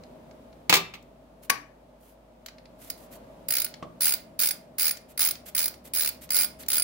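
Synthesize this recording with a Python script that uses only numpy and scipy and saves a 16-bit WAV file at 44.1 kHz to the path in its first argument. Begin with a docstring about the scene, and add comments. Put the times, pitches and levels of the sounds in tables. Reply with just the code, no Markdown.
"""Metal clatters against a moped in a small home workshop, over the room's rumble and a faint wavering hum.
A socket is rammed onto a ratchet with a clank; one lone click and nine bursts of clicking back-swings follow.
Rubbing hisses come from hand and pawl, and the socket ticks in its play on an engine bolt.
Contacts are short bursts of coloured noise, most with decaying modes of the struck metal under them.
Hum and drone are sines, rumble and rubbing are filtered noise, and an echo of noise is the room."""
import sys
import numpy as np
from scipy import signal
from scipy.fft import rfft, irfft, next_fast_len
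from scipy.io import wavfile
from scipy.ndimage import uniform_filter1d

SR = 44100
rng = np.random.default_rng(int(sys.argv[2]) if len(sys.argv) > 2 else 0)


def persist_wave(psi):
    """Save psi, clipped to +-1, as 16-bit WAV."""
    counts = np.round(np.clip(psi, -1, 1) * 32767).astype(np.int16)
    wavfile.write(sys.argv[1], SR, np.atleast_2d(counts).T)


N = 301203


def from_db(db):
    """Decibels to gain."""
    return 10 ** (np.asarray(db) / 20)


def rms_one(x):
    """Scale to unit rms."""
    return x / np.sqrt(np.mean(x ** 2) + 1e-20)


def in_time(rows):
    """Each column of a curve at every sample."""
    s, *columns = np.transpose(rows)
    return [np.interp(np.arange(N) / SR, s, c) for c in columns]


def at_hz(points, hz, axis=1):
    """Read a column of a spectrum on a log-frequency axis."""
    points = np.array(points)
    return np.interp(np.log(hz + 1), np.log(points[:, 0]), points[:, axis])


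def bins(size):
    """Frequencies of a spectrum of this many samples."""
    return np.arange(size // 2 + 1) * SR / size


def shelf(hz, corner_hz):
    """Smooth step in frequency: 0 well below the corner, 1 well above."""
    return hz ** 4 / (hz ** 4 + corner_hz ** 4)


def noise(level_db, size, alike=0, lag_ms=0):
    """Coloured stereo noise of unit rms; its shared part reaches the right ear lag_ms later."""
    shared, *own = rfft(rng.standard_normal((3, size)))
    delay = np.exp(-2j * np.pi * bins(size) * np.array([[0], [lag_ms]]) / 1000)
    both_ears = np.sqrt(alike) * shared * delay
    each_ear = np.sqrt(1 - alike) * np.array(own)
    return rms_one(irfft((both_ears + each_ear) * from_db(level_db), size))


def ripple(size, count=40):
    """Random hills and valleys in a spectrum, in dB, so that each contact has its own tone."""
    knots_hz = np.linspace(0, SR / 2, count)
    return 2.5 * np.interp(bins(size), knots_hz, rng.standard_normal(count))


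def blow(size, rise, t60):
    """Envelope of a contact: fast rise, exponential fall by 60 dB in t60 seconds."""
    t = np.arange(size) / SR
    return (1 - np.exp(-t / rise)) * np.exp(-np.log(1000) * t / t60)


SCATTER_DB = 1.8   # spread of each mode's strength from blow to blow


def ringing(modes, size, detune=0):
    """Struck modes with new strengths each blow, optional random detuning and a phase for each ear."""
    hz, level_db, t60 = np.transpose(modes)[:, :, None]
    t = np.arange(size) / SR
    hz = hz * (1 + detune * rng.standard_normal(hz.shape))
    strength = from_db(level_db + SCATTER_DB * rng.standard_normal(hz.shape))
    decay = strength * np.exp(-np.log(1000) * t / t60)
    # long waves reach both ears in step
    apart = 0.29 * shelf(hz.T, 900) * rng.standard_normal((2, len(hz)))
    phase = np.exp(2j * np.pi * (rng.random(len(hz)) + apart))
    modes_sum = (phase @ (decay * np.exp(2j * np.pi * hz * t))).real
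    return modes_sum * (1 - np.exp(-t / 0.0002))


def add(out, s, sound):
    """Mix a sound in at time s."""
    i = round(s * SR)
    out[:, i:i + sound.shape[1]] += sound[:, :max(N - i, 0)]


def pan(db):
    """Gains for a left-minus-right level difference."""
    return from_db(np.array([[db], [-db]]) / 2)


# rumble's movement, before trim: [t/s, deep level/dB, upper level/dB]
RUMBLE_MOVES = [(0, -53, -54), (.5, -56.5, -55), (1.05, -60, -58), (1.9, -64.5, -59), (2.4, -64, -59),
                (2.9, -56.5, -55.5), (3.15, -57, -52.5), (4.35, -56.5, -57), (5.25, -59.5, -57.5),
                (6.83, -55.5, -56)]
# rumble's colour: [f/Hz, relative level/dB]
RUMBLE_COLOUR = [(22, -30), (40, -11), (90, -10.5), (160, -3), (260, -5), (449, -8), (640, -2.5),
                 (720, -10.5), (866, -9.5), (1050, -14), (1720, -23.5), (3310, -28), (6500, -35.5),
                 (16000, -37.5)]
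# resonances in the rumble: [f/Hz, width/Hz, boost level/dB]
AIR_PEAKS = [(256, 30, 4.5), (546, 44, 2.5), (649.4, 98, 5)]
# left-right likeness of rumble and echo: [f/Hz, shared power 0-1]
LIKENESS = [(50, 0.76), (150, 0.97), (300, 0.82), (600, 0.45), (1200, 0), (16000, 0)]
# wavering hum: [t/s, f/Hz, rms level/dB]
HUM = [(0, 57.3, -66), (.6, 58.7, -61.5), (1.1, 52, -63), (3.2, 52.13, -62), (3.5, 55.7, -60.5),
       (3.9, 56.9, -68), (4.8, 59.9, -68), (5.35, 63, -63), (6.83, 65, -58.5)]
# steady drone: [f/Hz, rms level/dB]
DRONE = [(118, -77), (146, -77.5), (207, -73.5), (241, -66.5), (267, -81.5)]


def background():
    """Rumble with a few resonances, a steady drone and a low hum that wavers in pitch."""
    size = next_fast_len(N)
    hz, t = bins(size), np.arange(N) / SR
    colour = at_hz(RUMBLE_COLOUR, hz)
    for centre, width, boost_db in AIR_PEAKS:
        colour = colour + boost_db / (1 + (2 * (hz - centre) / width) ** 2)
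    upper = shelf(hz, 330)
    rumble = 0
    for share, level_db, trim_db in zip((1 - upper, upper), in_time(RUMBLE_MOVES), (2.0, 2.5)):
        part = noise(colour + 10 * np.log10(share + 1e-9), size, alike=at_hz(LIKENESS, hz))
        rumble = rumble + part[:, :N] * from_db(level_db + trim_db)
    hum_hz, hum_db = in_time(HUM)
    hum = from_db(hum_db) * np.sin(2 * np.pi * np.cumsum(hum_hz) / SR)
    drone = sum(from_db(db) * np.sin(2 * np.pi * (line_hz * t + rng.random())) for line_hz, db in DRONE)
    return rumble * pan(.8) + np.sqrt(2) * (hum + drone)   # root two turns rms into sine peak


# workshop's echo by band: [f/Hz, level/dB, t60/s]
ECHO_BANDS = [(100, 1, 0.9), (250.5, 5, 0.42), (620, 2.5, 0.28), (1510, -5.5, 0.39), (4020, -5, 0.27),
              (9350, -14, .27), (15000, -10.5, .19)]


def workshop(dry, size=24000):
    """Dense echo of diffuse noise whose bass lingers longest and whose top dies first."""
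    hz, echo = bins(size), 0
    diffuse = rfft(noise(0 * hz, size, alike=at_hz(LIKENESS, hz)))
    centres = np.array(ECHO_BANDS)[:, 0]
    for (_, level_db, t60), pick in zip(ECHO_BANDS, np.eye(len(ECHO_BANDS))):
        # each band fades into its neighbours
        band = irfft(diffuse * at_hz(np.c_[centres, pick], hz), size)
        tail = blow(size, rise=0.0035, t60=t60)
        echo = echo + from_db(level_db) * band * tail / np.linalg.norm(tail)
    return signal.fftconvolve(dry, echo, axes=1)[:, :N]


# rubbing hisses: hand on the tool, and the pawl's slow ride up a tooth before the lone click:
# [start t/s, end t/s, base level/dB]
RUBS = [(1.416, 1.473, -53), (1.976, 2.169, -63.5), (2.771, 2.931, -52), (2.941, 3.091, -57.5),
        (3.099, 3.183, -50.5)]
# hiss of rubbing: [f/Hz, relative level/dB]
RUB_COLOUR = [(400, -14), (1200, -2), (2400, -0.5), (5000, -4), (8000, -1.5), (13000, 3), (16000, -1.5)]
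# the hand slides on the handle once shortly before each of the last swings: [base level/dB]
REGRIPS = [-55, -45, -50, -46, -44.5]
REGRIP_LEAD_S, REGRIP_S = 0.1, .062   # start ahead of the swing, length


def rubbing():
    """Surfaces rub, hand on tool or pawl on tooth: a soft hiss swells and fades, catching in tiny slips."""
    out = np.zeros((2, N))
    rubs = list(RUBS)
    for (swing_s, *_), level_db in zip(SWINGS[-len(REGRIPS):], REGRIPS):
        start = swing_s - REGRIP_LEAD_S
        rubs.append((start, start + REGRIP_S, level_db))
    for start, end, level_db in rubs:
        size = round((end - start) * SR)
        grain = rms_one(uniform_filter1d(rng.standard_normal(size), size=300))
        slips = (rng.random(size) < 70 / SR) * rng.random(size)   # about 70 a second
        catch = signal.fftconvolve(slips, blow(size, rise=0.000179, t60=0.018))[:size]
        swell = signal.windows.tukey(size, .7) * from_db(level_db + 1.2 * grain)
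        hiss = noise(at_hz(RUB_COLOUR, bins(size)), size, alike=0.18)
        add(out, start, swell * (1 + 1.1 * catch) * hiss)
    return out * pan(-1.5)


# socket ticking in its play on the bolt: [t/s, level/dB before trim, treble level/dB relative]
TICKS = [(0.0356, -40.5, -28), (0.3106, -43, -27), (0.5276, -46, -49), (1.0253, -46, 1),
         (2.4607, -23.5, -3), (2.4843, -29.5, -21), (2.5825, -41, -40), (2.6553, -40.5, -37),
         (3.6634, -26, -44), (3.7395, -28.5, -28), (4.9704, -27.5, -3), (5.3535, -29, -18),
         (5.74, -33.5, -15), (6.2906, -33, -12), (6.6339, -35, -43), (6.6622, -36, -5)]
# tick's colour: [f/Hz, relative level/dB]
TICK_COLOUR = [(530, -46.5), (900, -12.5), (2120, -5.5), (3590, -9.5), (4150, -1.5), (7770, -4.5),
               (8550, -15), (9650, -13), (16000, -3)]
# modes of the ratchet head, also rung by its teeth: [f/Hz, relative level/dB, t60/s]
HEAD = [(1436, -29.5, 0.07), (2128, -24.5, 0.057), (2399, -21.5, 0.026), (4840, -18, 0.085),
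        (5244, -15.5, 0.023), (9804, -6.5, 0.062), (9750, -14, 0.03), (15300, -12, 0.013)]


def ticks(size=4096):
    """Light steel-on-steel contacts: noise bursts with a trace of the head's ring."""
    out, hz = np.zeros((2, N)), bins(size)
    for s, level_db, treble_db in TICKS:
        colour = at_hz(TICK_COLOUR, hz) + treble_db * shelf(hz, 7700)
        tick = noise(colour, size, alike=0.3) * blow(size, rise=0.0009, t60=0.026)
        add(out, s, from_db(level_db - 4.5) * tick + from_db(level_db - 21.0) * ringing(HEAD, size))
    return out


# handle bumping its stop, one event: [t/s, level/dB]
BUMP = (3.8258, -30.5)
# dull colour of the thud: [f/Hz, relative level/dB]
THUD_COLOUR = [(60, -9), (190, 2), (300, -5), (430, -6), (590, 3), (880, -18), (1170, 6.5), (1400, -19.5),
               (2500, -16.5), (6000, -29.5), (16000, -52)]


def bump(size=8192):
    """The hand bumps the handle against its stop: a soft thud of dull, short-lived noise."""
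    out = np.zeros((2, N))
    s, level_db = BUMP
    thud = noise(at_hz(THUD_COLOUR, bins(size)), size, alike=0.75) * blow(size, rise=0.00022, t60=0.076)
    add(out, s, from_db(level_db) * thud)
    return out


# tool knocking the moped:
# [t/s, level/dB before trim, bass level/dB, treble level/dB, crack t60/s, left-minus-right level/dB]
# the colour is left as it is by bass -15.5 and treble -10.5
KNOCKS = [(0.695, -6.5, -16, -10.5, 0.044, -2.5), (0.726, -6, -20, -18.5, 0.035, 3.5),
          (0.738, -4.5, -26, -10, 0.047, -1), (0.754, -12, -20.5, -6, 0.042, 1.0),
          (0.767, -16.5, -17, -7, 0.047, 4), (0.938, -31, -29, -21, 0.042, 1.5),
          (0.951, -41, -16.5, -18.5, 0.042, -8)]
# crack's colour: [f/Hz, relative level/dB]
KNOCK_COLOUR = [(35, -54.5), (60, -24), (139, -15), (417, -12), (458, -8.5), (540, -13.5), (1220, -6),
                (1470, -15), (2300, -3), (3040, -8.5), (4320, -8), (5090, -12.5), (6740, -14.5),
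                (8920, -22), (16000, -16.5)]
# ring of the knocked metal: [f/Hz, relative level/dB, t60/s]
FRAME = [(125, -31.5, 0.15), (173, -22.5, 0.18), (392, -30, 0.27), (998, -25, 0.18), (1181, -21.5, .3),
         (1846, -21, .12), (2070, -29, .2), (2340, -20.5, 0.17), (2540, -18.5, 0.27), (2660, -24, 0.33),
         (2983, -27, 0.26), (3210, -26.5, .3), (3440, -21, .15), (3650, -27.5, .35), (4350, -19, 0.13),
         (4900, -20.5, 0.16), (7810, -28.5, 0.2)]


def knocks(size=16384):
    """The tool clatters: hard cracks with their own bass and treble, and the ring of frame and exhaust."""
    out, hz = np.zeros((2, N)), bins(size)
    for s, level_db, bass_db, treble_db, t60, side_db in KNOCKS:
        bass = (bass_db + 15.5) * (1 - shelf(hz, 1400))
        treble = (treble_db + 10.5) * shelf(hz, 4000)
        colour = at_hz(KNOCK_COLOUR, hz) + bass + treble
        crack = noise(colour, size, alike=1 - .5 * shelf(hz, 540), lag_ms=-.13)
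        tail = from_db(-13.5) * blow(size, rise=.003, t60=0.14)
        crack = crack * (blow(size, rise=0.00052, t60=t60) + tail)
        ring = ringing(FRAME, size)
        add(out, s, pan(side_db) * (from_db(level_db - 2.5) * crack + from_db(level_db - 8.0) * ring))
    return out


# socket rammed home on the ratchet: [t/s, level/dB before trim, crack t60/s]
CLANKS = [(1.4962, -27.5, 0.015), (1.499, -7, 0.013), (1.5018, -10, 0.02)]
# crack's colour: [f/Hz, relative level/dB]
CLANK_COLOUR = [(100, -33), (500, -15), (850, -7.5), (1100, -5), (1350, -2.5), (1650, -0.5), (2500, 2.5),
                (3200, -12), (4500, -5), (5400, -6.5), (6000, -8.5), (8000, -13), (12000, -9.5),
                (16000, -11)]
# modes of socket and handle: [f/Hz, relative level/dB, t60/s]
SOCKET = [(130, -34, .3), (237.5, -30.5, 0.11), (290, -30.5, 0.24), (825, -37.5, .3), (1123, -12, 0.13),
          (1560, -13, 0.045), (1670, -27, 0.3), (1920, -9.5, 0.06), (2500, -15.5, 0.042), (4930, -24, 0.19),
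          (5930, -9, .03), (9440, -16.5, 0.11), (9880, -23, 0.074)]


def clank(size=16384):
    """The socket touches, slams against its shoulder and rebounds: three cracks, each with a ring."""
    out, hz = np.zeros((2, N)), bins(size)
    for s, level_db, t60 in CLANKS:
        crack = noise(at_hz(CLANK_COLOUR, hz), size, alike=0.22, lag_ms=.27)
        crack = crack * blow(size, rise=0.00065, t60=t60)
        add(out, s, from_db(level_db + 3.0) * crack + from_db(level_db - 7.5) * ringing(SOCKET, size))
    return out * pan(3.0)


# a lone click, then back-swings of the handle:
# [start t/s, end t/s, teeth passed, arc share at first tooth 0-1, arc share at last tooth 0-1,
#  base level/dB, head's ring level/dB relative]
SWINGS = [(2.9, 2.9, 1, 0.25, .9, -14, -5), (3.4846, 3.645, 10, 0.11, 0.96, -11, -4),
          (4.0059, 4.137, 11, 0.43, 0.85, -10, -7), (4.3901, 4.508, 10, .46, 0.96, -10.5, -6),
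          (4.783, 4.909, 11, 0.31, .88, -11.5, -3), (5.1761, 5.309, 11, 0.08, .98, -10.5, -5),
          (5.549, 5.679, 10, .16, .96, -11.5, -5), (5.9355, 6.0885, 13, 0.45, 0.84, -12.5, -4),
          (6.3047, 6.4438, 13, 0.13, 0.82, -12, 1), (6.6831, 6.821, 10, .08, .97, -10.5, -1)]
SLOW_LOSS_DB = 3.5    # most a tooth loses when passed at a crawl
FIRST_LOSS_DB = 2.5   # the pawl meets its first tooth only half loaded
TOOTH_SCATTER_DB, RING_SCATTER_DB, TOOTH_JITTER_S = 1.57, 3.0, .0003   # from tooth to tooth


def teeth():
    """Evenly spaced teeth on a pendulum swing crowd in mid-arc; rows of (s, gap s, level dB, ring dB)."""
    rows = []
    for start, end, count, first, last, base_db, ring_db in SWINGS:
        arc = np.linspace(first, last, count)
        phase = np.arccos(1 - 2 * arc)   # the sine of this is the hand's speed
        late, strength, ring = rng.standard_normal((count, 3)).T
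        progress = (phase - phase[0]) / (np.ptp(phase) + 1e-9)
        s = start + (end - start) * progress + TOOTH_JITTER_S * late
        gap = np.diff(s, append=np.inf)
        level_db = base_db - SLOW_LOSS_DB * (1 - np.sin(phase)) - FIRST_LOSS_DB * (arc == arc[0])
        snap_db = level_db + TOOTH_SCATTER_DB * strength
        head_db = level_db + ring_db + RING_SCATTER_DB * ring
        rows += zip(s, gap, snap_db, head_db)
    return rows


# colour of the pawl's snap: [f/Hz, relative level/dB]
SNAP_COLOUR = [(300, -22.5), (700, -14.5), (1000, -14.5), (1500, -8), (2300, -6), (3200, -7.5),
               (4500, -0.5), (6000, -4), (8000, -5), (11000, -2), (12400, 1), (13700, -2.5), (15300, 9.5),
               (16500, 11)]
SNAP_RISE_S, SNAP_HOLD_S, SNAP_T60_S, SNAP_DB = 0.0015, 0.0037, 0.019, -1.5   # hold ends at this time
SLIP_S, SLIP_DB = .0025, -15.5   # the slip over the crest starts this early and peaks with the snap
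BOUNCE_S, BOUNCE_SPREAD_S, BOUNCE_DB = .0015, .002, -9   # second landing: least delay, random extra
RASP_GAP_S, RASP_FADE_S, RASP_DB = 0.016, .005, -8   # rasp fades in as teeth come closer than the gap
RING_RISE_S = 0.0011


def ratchet(size=3072):
    """Each tooth: the pawl slips over the crest, snaps down, bounces and sets the head ringing."""
    out, hz, t = np.zeros((2, N)), bins(size), np.arange(size) / SR
    # the treble favours the right side
    colour = at_hz(SNAP_COLOUR, hz) + np.array([[-1], [1]]) * shelf(hz, 4500)
    settle = np.exp(-np.log(1000) * np.maximum(t - SNAP_HOLD_S, 0) / SNAP_T60_S)
    drop = np.minimum(t / SNAP_RISE_S, 1) * settle
    crest = np.interp(t / SLIP_S, [0, 1, 2], [0, 1, 0]) ** 2
    landing = blow(size, rise=0.00084, t60=0.017)
    ring_rise = np.minimum(t / RING_RISE_S, 1)
    for s, gap, level_db, ring_db in teeth():
        when, strength = rng.random(2)
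        snap, bounce, rasp = (noise(colour + ripple(size), size, alike=0.35, lag_ms=-0.054)
                              for _ in range(3))
        add(out, s - SLIP_S, from_db(level_db + SLIP_DB) * crest * bounce)
        add(out, s, from_db(level_db + SNAP_DB) * snap * drop)
        bounce_s = s + BOUNCE_S + BOUNCE_SPREAD_S * when
        add(out, bounce_s, from_db(level_db + BOUNCE_DB) * strength * bounce * landing)
        ring = ring_rise * ringing(HEAD, size, detune=0.0029)
        add(out, s, from_db(ring_db) * pan(-4.0) * ring)
        # only on a fast swing does the pawl rasp up the flank towards the next tooth
        speed = np.clip((RASP_GAP_S - gap) / RASP_FADE_S, 0, 1)
        flank = np.sin(np.pi * np.clip(t / max(gap, .002), 0, 1))
        add(out, s + .002, from_db(level_db + RASP_DB) * speed * flank * rasp)
    return out * pan(-0.36)


def scene():
    """Handling, clatter and clank sound directly and feed one echo, over the background."""
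    handling = ratchet() + ticks() + rubbing()
    clatter = knocks() + bump()
    rammed = clank()
    echo = workshop(from_db(-2.5) * handling + from_db(-4.5) * (clatter + rammed))
    return handling + clatter + rammed + echo + background()


CUTOFF_HZ = 15750


def record(dry):
    """Soft saturation rounds the highest peaks, then a steep low-pass cuts the top."""
    low_pass = signal.ellip(10, .2, 70, CUTOFF_HZ, fs=SR, output="sos")
    return signal.sosfilt(low_pass, np.tanh(dry))


dry = scene()
out = record(dry)
persist_wave(out)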